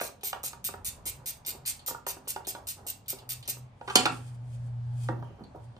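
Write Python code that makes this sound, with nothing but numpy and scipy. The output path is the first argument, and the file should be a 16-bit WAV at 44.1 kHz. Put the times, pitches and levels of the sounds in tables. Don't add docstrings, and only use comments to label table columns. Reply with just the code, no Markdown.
import sys
import numpy as np
from scipy import signal
from scipy.fft import rfft, irfft
from scipy.io import wavfile
from scipy.ndimage import uniform_filter1d

SR = 44100
rng = np.random.default_rng(int(sys.argv[2]) if len(sys.argv) > 2 else 0)


def wav_out(sig):
    wavfile.write(sys.argv[1], SR, np.round(np.clip(np.atleast_2d(sig).T, -1, 1) * 32767).astype(np.int16))


def attenuation_scalar(level_db):
    decades = np.asarray(level_db, float) / 20
    return 10 ** decades


N = 255339


def curve(rows, column, rest):
    rows = np.array(rows)
    return np.interp(np.arange(N) / SR, rows[:, 0], rows[:, column], left=rest, right=rest)


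def swells(rows):
    t = np.arange(N) / SR
    gain = 0
    for s, db, rise, fall, *_ in rows:
        gain = gain + attenuation_scalar(db - 20 * np.maximum((s - t) / rise, (t - s) / fall))
    return gain


def walk(rate):
    k = int(SR / rate)
    steps = np.repeat(rng.standard_normal(N // k + 1), k)
    return 1.3 * uniform_filter1d(uniform_filter1d(steps, k), k)[:N]


def unit(x):
    return x / np.sqrt(np.mean(x ** 2))


def response(points, size=1024):
    hz, db = np.transpose(points)
    grid = np.arange(size // 2 + 1) * SR / size + 1
    cep = irfft(np.log(attenuation_scalar(np.interp(np.log(grid), np.log(hz), db))))
    cep[1:size // 2] *= 2
    cep[size // 2 + 1:] = 0
    h = irfft(np.exp(rfft(cep)))
    return h / np.sqrt(np.sum(h ** 2))


def ring(modes, gains, length):
    hz, db, t60 = np.transpose(modes)[:, :, None]
    t = np.arange(int(length * SR)) / SR
    decay = attenuation_scalar(db - 60 * t / np.clip(t60, .003, .45))
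    return np.sum(gains[:, None] * decay * np.sin(2 * np.pi * hz * t), axis=0)


def add(track, s, sound):
    i = max(int(s * SR), 0)
    track[..., i:i + sound.shape[-1]] += sound[..., :N - i]


def conv(x, h):
    return signal.fftconvolve(x, h)[:len(x)]


def ratchet():
    # (time [s], peak level [dB], length [s], brightness [dB])
    swings = [(0.0028, -31.5, 0.069, 5), (0.2304, -28, 0.067, 9.5), (0.4284, -28.5, 0.051, 1.5),
              (0.6382, -26, 0.043, 12.5), (0.843, -29, 0.047, 0), (1.0517, -28.5, 0.044, 5.5),
              (1.2551, -29, 0.05, 6.5), (1.459, -27.5, 0.047, 5.5), (1.6565, -26.5, 0.05, 4.5),
              (1.8584, -25.5, 0.046, 5.5), (2.063, -28, 0.049, 6), (2.274, -27.5, 0.041, 4),
              (2.466, -29, 0.04, 6.5), (2.6663, -29, 0.048, 5.5), (2.8623, -28.5, 0.046, 5),
              (3.0777, -26, 0.04, 7.5), (3.2872, -28, 0.044, 6.5), (3.473, -25.5, 0.038, 5)]
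    # (frequency [Hz], level [dB per Hz])
    pawl = [(700, -45.5), (1300, -8.5), (1750, -23.5), (2300, -13.5), (2700, -12), (3200, -22),
            (3700, -12.5), (5200, -14), (7500, -7), (9300, -9.5), (10300, -12), (11500, -8.5), (13500, -10),
            (14200, -4.5), (15000, -46)]
    # (frequency [Hz], level [dB], 60 dB decay time [s])
    gear = [(13786, 3.5, 0.007), (13040, -5.5, 0.0029), (8550, -9.5, 0.008), (8400, -21, 0.0027),
            (9460, -4.5, 0.0039)]
    teeth_per_s, top_speed_s = 270, 0.019
    own_chatter = 0.68

    out, t = np.zeros((2, N)), np.arange(int(.12 * SR)) / SR
    grid = np.geomspace(700, 15000, 48)
    pawl_db = np.interp(np.log(grid), np.log(np.array(pawl)[:, 0]), np.array(pawl)[:, 1])
    later = np.arange(64) > 0
    for s, peak_db, length, bright_db in swings:
        handle_db = -3 + 0.77 * bright_db
        chance, hiss = rng.standard_normal((4, 64)), rng.standard_normal((3, len(t)))
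        top = np.clip(top_speed_s / length, .05, .95)
        speed = np.interp(t / length, [0, top, .96, 1.2], [0.7, 1.0, 0.55, 0.036])
        tooth = np.cumsum(teeth_per_s * (0.37 + 0.55 * speed)) / SR
        slop = .18 * chance[0].clip(-2, 2) * later
        drops = np.interp(np.arange(64) + slop, tooth, np.arange(len(t))).astype(int)
        clicks = np.zeros(len(t))
        clicks[drops] = speed[drops] * attenuation_scalar(2.5 * chance[1] * later)
        clicks[0] *= 1.1
        shake = conv(clicks, np.exp(-t[:400] / .0024)) + .35 * speed
        blows = clicks * 2.5 + shake * (hiss[0] + own_chatter * hiss[1:])
        bell = ring(gear, attenuation_scalar(2 * chance[2, :len(gear)]), .04)
        colour = attenuation_scalar(2 + bright_db) * bell / np.sqrt(np.sum(bell ** 2))
        grip_db = 3.2 * chance[3, :48] + handle_db * np.clip((7000 - grid) / 2000, 0, 1)
        add(colour, 0, response(np.transpose([grid, pawl_db + grip_db])))
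        sound = np.array([conv(port, colour) for port in blows])
        sound = sound / np.sqrt(uniform_filter1d(sound[0] ** 2, 600).max())
        add(out, s + 0.0038, attenuation_scalar(peak_db - 2.5) * sound)
    return out


def ticks():
    # (time [s], peak level [dB], ring frequency [Hz], 60 dB decay time [s])
    touches = [(0.2095, -57, 4120, 0.0059), (1.449, -43.5, 5800, 0.011), (1.653, -42.5, 4800, 0.0074),
               (1.792, -44.5, 4600, 0.014), (2.256, -66, 4400, 0.0068), (2.448, -45.5, 4050, 0.014),
               (3.06, -59, 4600, 0.0072), (3.186, -50, 4900, 0.0058), (3.427, -45, 4600, 0.0097),
               (3.455, -50.5, 6150, 0.009), (5.226, -58.5, 3085, 0.6), (5.437, -49.5, 4400, 0.025)]
    out, t = np.zeros(N), np.arange(int(.25 * SR)) / SR
    scrape_colour = response([(1500, -21.0), (3000, -6.5), (5000, -13), (9000, -13.5), (12000, -22.0)])
    for s, peak_db, ring_hz, t60 in touches:
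        hiss = rng.standard_normal(len(t)) * np.exp(-t / max(0.01, t60 / 6))
        t60 = min(t60, .03)
        modes = [(ring_hz, 0, t60), (1.04 * ring_hz, -2, t60), (.95 * ring_hz, -4, t60)]
        tone = conv(ring(modes, np.ones(3), .25), hiss)
        scrape = 0.0062 / t60 * conv(hiss, scrape_colour)
        add(out, s, attenuation_scalar(peak_db) * (tone / np.abs(tone).max() + scrape))
    return out


def knock():
    # (time [s], peak level [dB], crack level [dB])
    knocks = [
        (3.955, -4, 6),
        (4.0573, -23, 5.5),
    ]
    # (frequency [Hz], level [dB], 60 dB decay time [s])
    frame_modes = [(262.6, -3, 0.22), (479, -8.5, 0.1967), (735, -5.5, .15), (800, -5, .15),
                   (980, -11.5, 0.14), (1177, -8.5, 0.14), (1230, -3.5, 0.067), (1390, 1.5, .12),
                   (1615, -5, 0.11), (1630, -6, .1), (2430, -12, 0.17), (2726, -8.5, 0.14),
                   (2890, -14, 0.13), (4295, -9.5, 0.22), (4230, -13, 0.086), (4400, -3, 0.12),
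                   (4970, -11.5, 0.078), (4600, 3.5, 0.12), (5229, -12.5, 0.056), (7240, -7, 0.16),
                   (8740, -5, 0.05)]
    # (frequency [Hz], level [dB per Hz])
    crack_colour = [(88, -51.5), (150, -5.5), (1450, -4), (1860, -16.5), (2970, -2.5), (3400, -6.5),
                    (4720, -4), (6300, -13.5), (7800, -6), (9200, -11.5), (10700, -17.5), (14000, -18),
                    (15400, -35)]
    # (frequency [Hz], level [dB per Hz])
    rattle_colour = [(200, -19.5), (1500, -6.5), (3100, -3.5), (4700, -6), (6200, -9.5), (8000, -2.5),
                     (9100, -5.5), (9700, -18.5), (14000, -19.5)]
    out, t = np.zeros(N), np.arange(int(.4 * SR)) / SR
    for s, peak_db, crack_db in knocks:
        gains = attenuation_scalar(1.06 * rng.standard_normal(len(frame_modes)))
        hiss = rng.standard_normal(len(t))
        contact = rng.standard_normal(130) * np.exp(-t[:130] / 0.00068)
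        frame = conv(ring(frame_modes, gains, .4), contact)
        frame = frame / np.abs(frame).max()
        burst = hiss * (1 - np.exp(-t / .0006))
        crack = conv(burst * np.exp(-t / 0.0038), response(crack_colour))
        rattle = burst * attenuation_scalar(-25 + 3 * walk(250)[:len(t)]) * np.exp(-t / .045)
        crack += conv(rattle, response(rattle_colour))
        add(out, s, attenuation_scalar(peak_db - 6.5) * frame + attenuation_scalar(peak_db + crack_db - 4.5) * crack)
    return out


def blows_on_cowl():
    # (time [s], peak level [dB], strongest mode [Hz], treble [dB])
    taps = [(0.012, -20, 644, -14.5), (0.329, -20.5, 880, -14.5), (0.435, -33, 527, -20),
            (0.531, -36.5, 910, -10), (0.687, -30.5, 480, -19), (0.738, -30.5, 550, -19.5),
            (1.882, -30.5, 826, -29), (1.906, -29, 430, -25), (1.946, -29.5, 890, -29),
            (2.065, -25.5, 593, -16), (2.166, -39, 598, -34), (2.273, -39, 524, -12),
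            (2.361, -23.5, 640, -17.5), (3.569, -38.5, 530, -30.5), (4.055, -13, 785, -10),
            (4.062, -14.5, 1220, -16), (5.086, -20, 490, -25)]
    # (time [s], peak level [dB], strongest mode [Hz], treble [dB])
    nudges = [(0.087, -43, 970, -28), (0.232, -35.5, 640, -5.5), (1.06, -39, 790, -29),
              (1.481, -41.5, 525, -25), (1.548, -38, 519, -23), (2.472, -31.5, 530, -25),
              (2.549, -28.5, 980, -15.5), (2.768, -50, 934, -22), (2.863, -41.5, 544, -21),
              (3.128, -34.5, 400, -38), (3.482, -37, 524, -52), (3.811, -32, 900, -24),
              (4.074, -24, 1390, -21), (5.224, -32.5, 993, -29), (5.304, -43, 250, -31),
              (5.765, -40, 821, -18)]
    # (time [s], peak level [dB], strongest mode [Hz], contact [ms], rub [ms])
    rubs = [(0, -28.5, 1430, 0.049, 2.9), (3.876, -25.5, 1180, 0.089, 11.3),
            (3.898, -25.5, 1200, 0.069, 9.9), (3.985, -22.5, 257, 0.65, 6.8), (4.10, -33, 255, 1.04, 14),
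            (5.095, -24, 350, 1.1, 6), (5.119, -31.5, 255, 1, 10), (5.169, -40, 165, 1.55, 41),
            (5.384, -43.5, 940, 0.33, 20.7), (5.404, -38, 250, 0.92, 20.4), (5.545, -34.5, 597, 0.76, 13.4)]
    tap_ms, tap_rub_ms, nudge_ms, nudge_rub_ms = 0.042, 3.4, 0.42, 3.3
    short = [(s, db, hz, tap_ms, treble_db, tap_rub_ms) for s, db, hz, treble_db in taps]
    short += [(s, db, hz, nudge_ms, treble_db, nudge_rub_ms) for s, db, hz, treble_db in nudges]
    long = []
    for s, db, hz, ms, rub_ms in rubs:
        treble_db = -49.5 - 9.5 * np.log2(ms)
        long.append((s, db, hz, ms, treble_db, rub_ms))
    return sorted(short) + long


def bumps():
    # (frequency [Hz], level [dB], 60 dB decay time [s])
    cowl = np.array([(157, -7, 0.15), (255, -9.5, 0.28), (350, -7, 0.068), (396, -8, 0.14), (525, 4, 0.034),
                     (600, 1.5, 0.016), (725, -3.5, 0.069), (822, 2, 0.039), (940, 0, 0.12),
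                     (989, 3.5, 0.023), (1200, 7.5, 0.03), (1348, 3, 0.045), (1440, 5.5, 0.036),
                     (1610, -2, 0.1), (1820, 12, 0.01), (1960, 2.5, .015), (2250, 1.5, .012),
                     (2650, 1, 0.013)])
    out, t = np.zeros(N), np.arange(4000) / SR
    hz = cowl[:, 0]
    damped = cowl * [1, 1, 0.77]
    tick = response([(1000, -25.5), (2500, 3), (4000, -4), (6000, -10.5), (14000, -36.5)])
    for s, peak_db, centre_hz, contact_ms, treble_db, rub_ms in blows_on_cowl():
        chance, hiss = rng.standard_normal(len(cowl)), rng.standard_normal(len(t))
        far_db = 8.44 * np.abs(np.log2(hz / centre_hz))
        gains = np.sign(chance) * attenuation_scalar(np.abs(chance) - far_db)
        push = t[:300] * np.exp(-t[:300] * 2000 / max(contact_ms, .03))
        rub = hiss * np.exp(-(t * 700 / max(rub_ms, .5)) ** 2)
        force = conv(1. * (t == 0) + 0.014 * rub_ms * rub, push)
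        body = conv(ring(damped, gains, 0.14), force)
        body = attenuation_scalar(peak_db - 0.5) * body / np.abs(body).max()
        add(out, s + .0015, body)
        add(out, s, attenuation_scalar(peak_db + treble_db) * conv(rub, tick))
    return out


def drags():
    # (loudest time [s], level [dB], 20 dB rise [s], 20 dB fall [s])
    strokes = [(.05, -53, .03, .1), (.36, -54, 0.022, 0.13), (.78, -57.5, 0.055, 0.12),
               (1.0, -61.5, 0.13, .2), (1.2, -60.5, 0.22, 0.38), (1.52, -56, 0.091, 0.23),
               (1.92, -52, 0.09, 0.086), (2.1, -51.5, .03, 0.078), (2.25, -61.5, 0.069, 0.11),
               (2.4, -56, 0.036, 0.13), (2.58, -50, 0.048, 0.12), (2.78, -55, .02, 0.16),
               (2.88, -59, 0.054, 0.065), (3.2, -55.5, 0.12, .15), (5.11, -49, .02, 0.17),
               (5.41, -58, 0.091, 0.057), (5.56, -57.5, .02, 0.08)]
    # (frequency [Hz], level [dB per Hz])
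    palm = [(200, -25), (350, -3.5), (530, -0.5), (700, -2), (950, 0), (1250, -7.5), (1700, -15),
            (2500, -30)]
    grains = rng.standard_normal(N) * attenuation_scalar(3 * walk(120) + 2 * walk(22))
    return unit(conv(grains, response(palm))) * swells(strokes)


def rustle():
    # (loudest time [s], level [dB], 20 dB rise [s], 20 dB fall [s])
    moves = [(3.62, -77, .01, 0.12), (3.885, -64, 0.0092, 0.079), (3.915, -51, 0.091, 0.1),
             (4.12, -49.5, 0.011, 0.065), (4.16, -57.5, .03, 0.13), (4.29, -58, 0.16, 0.043),
             (4.35, -65.5, 0.025, 0.016), (4.552, -61.5, 0.15, 0.024), (4.672, -64.5, 0.13, 0.028),
             (5.04, -53.5, 0.13, 0.066), (5.09, -63.5, .08, 0.017), (5.644, -63.5, 0.034, 0.037),
             (5.79, -66, 0.045, .05)]
    # (frequency [Hz], level [dB per Hz])
    cloth = [(1470, -25), (2500, 0), (2910, -12.5), (3040, 1.5), (4010, -10), (4700, -1), (5560, -6.5),
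             (8540, 2), (13000, -14.5), (14200, -5.5)]
    noise = rng.standard_normal((3, N))
    grains = (.6 * noise[0] + noise[1:]) * attenuation_scalar(1.2 * walk(390) + 2 * walk(24))
    return unit(np.array([conv(port, response(cloth)) for port in grains])) * swells(moves)


def drone():
    # (time [s], pitch [Hz], level [dB])
    load = [
        (3.76, 125.5, -67.5),
        (3.796, 121, -70.5),
        (3.938, 121.7, -48),
        (4.192, 121.5, -43.5),
        (4.728, 119.7, -35.5),
        (5.106, 121, -32.5),
        (5.29, 120.2, -42.5),
        (5.354, 117.7, -60),
        (5.4, 122.5, -58),
    ]
    # (loudest time [s], level [dB], 20 dB rise [s], 20 dB fall [s], pitch [Hz])
    surges = [
        (3.11, -50, 0.0054, 0.021, 126),
        (3.42, -47, 0.41, .02, 124.8),
        (3.54, -51, 0.076, 0.21, 125.4),
        (3.645, -45.5, 0.14, 0.055, 125.5),
        (5.62, -46.5, 0.083, 0.17, 115.1),
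        (5.71, -48, 0.16, .02, 118),
    ]
    first, last = (0, 0, 0, 0, surges[0][4]), (N / SR, 0, 0, 0, surges[-1][4])
    surge_hz = curve([first] + surges + [last], 4, 0)
    loaded_hz = curve(load, 1, 0)
    pitch = np.where(loaded_hz > 0, loaded_hz, surge_hz) + walk(25)
    phase = 2 * np.pi * np.cumsum(pitch) / SR
    octave = attenuation_scalar(-33 + 4 * walk(12)) * np.sin(2 * phase)
    tone = np.sin(phase + np.array([[.1], [-.1]])) + octave
    level = uniform_filter1d(attenuation_scalar(curve(load, 2, -120)), size=800) + swells(surges)
    return np.sqrt(2) * level * tone


def air():
    # (frequency [Hz], level [dB per Hz])
    points, dbs = np.transpose([(15, -24), (28, -10), (60, 1), (125, 4.5), (170, -6.5), (260, -9),
                                (330, -20.5), (600, -16), (850, -14.5), (1300, -24.5), (1900, -30),
                                (4000, -37), (8500, -46.5), (14500, -66)])
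    rumble_db = curve([(0, -5), (.45, -1), (.9, 3), (1.3, 0), (1.7, 2), (2.1, -1), (2.6, -0.5), (3.1, -1),
                       (3.7, -1), (4.3, 2.5), (4.7, 4.5), (5.0, 4.5), (5.45, 3.5), (5.79, 2)], 1, 0)
    murmur_db = 1.14 + 0.48 * rumble_db
    out = 0
    f = np.arange(N // 2 + 1) * SR / N + 1
    colour = attenuation_scalar(np.interp(np.log(f), np.log(points), dbs))
    for hz in 18 * 2 ** np.arange(0, 10, .5):
        shape = np.exp(-.5 * (np.log2(f / hz) / .25) ** 2) * colour
        mid, side = irfft(rfft(rng.standard_normal((2, N))) * shape, N)
        share = np.clip(np.log2(hz / 150), 0, 1)
        swell = (1 - share) * rumble_db + share * murmur_db + 1.8 * walk(9) + walk(3)
        width = np.clip(hz / 900, .13, .9)
        out = out + attenuation_scalar(swell) * (mid + width * side * np.array([[1], [-1]]))
    return unit(out) * attenuation_scalar(-53.5)


def shed(pair):
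    # (frequency [Hz], 60 dB decay time [s], level [dB])
    bands = [(250, 0.54, 2), (930, 0.32, 3.5), (4000, 0.25, 4), (12040, 0.17, -1)]
    t = np.arange(int(.6 * SR)) / SR
    f = np.arange(len(t) // 2 + 1) / .6 + 1
    hz = np.log([row[0] for row in bands])
    mid, side = rng.standard_normal((2, len(t)))
    tail = 0
    for k, (_, t60, db) in enumerate(bands):
        share = np.interp(np.log(f), hz, np.arange(len(bands)) == k)
        band = irfft(rfft([mid + 0.54 * side, mid - 0.97 * side]) * share, len(t))
        tail = tail + band * attenuation_scalar(db - 60 * t / t60) * np.clip(t / 0.00067, 0, 1)
    tail = tail / np.sqrt(np.sum(tail ** 2) / 2)
    return np.array([conv(x, h) for x, h in zip(pair, tail)])


def ports(pair):
    # (frequency [Hz], lag [cycles])
    hz, cycles = np.transpose([(0, 0), (3200, .5), (5800, 1), (8300, 1.55), (10800, 2.5), (13400, 3),
                               (14500, 3), (22050, 4)])
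    turn = np.exp(-2j * np.pi * np.interp(np.arange(N // 2 + 1) * SR / N, hz, cycles))
    return np.array([irfft(rfft(pair[0]) * turn, N), pair[1]])


def scene():
    thin = signal.butter(4, 1900, "high", fs=SR, output="sos")
    steel = signal.sosfilt(thin, ratchet()) + ticks() + rustle()
    no_rumble = signal.butter(2, 130, "high", fs=SR, output="sos")
    blows = signal.sosfilt(no_rumble, bumps() + knock() + drags())
    blows = blows * attenuation_scalar(np.array([[-1.2], [1.2]]))
    room = shed(steel + attenuation_scalar(-3.5) * blows.mean(axis=0))
    return ports(steel + blows) + attenuation_scalar(-4) * room + drone() + air()


def stronger_of_mid_and_side(pair):
    mid_side = np.array([[.5, 0.52], [.5, -.5]]) @ pair
    spec = signal.stft(mid_side, nperseg=1024)[2]
    edges = np.unique(np.geomspace(52, 340, 26).astype(int))
    limit_db = np.array([[8.5], [6.5]])
    for a, b in zip(edges[:-1], edges[1:]):
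        db = 10 * np.log10(np.mean(np.abs(spec[:, a:b]) ** 2, axis=1) + 1e-18)
        under_db = db[::-1] - db - limit_db
        spec[:, a:b] *= attenuation_scalar(-27.5 * np.clip(under_db + .5, 0, 1))[:, None]
    return np.array([[1, 1], [1, -1]]) @ signal.istft(spec, nperseg=1024)[1][:, :N]


def band_limit(x):
    return signal.sosfilt(signal.butter(12, 15550, fs=SR, output="sos"), x)


def record(dry):
    rounded = .86 * np.tanh(dry / .86)
    top_cut = signal.cheby2(14, 50, 14100 + 350, fs=SR, output="sos")
    mix = stronger_of_mid_and_side(signal.sosfilt(top_cut, rounded))
    return band_limit(mix)


dry = scene()
out = record(dry)
wav_out(out)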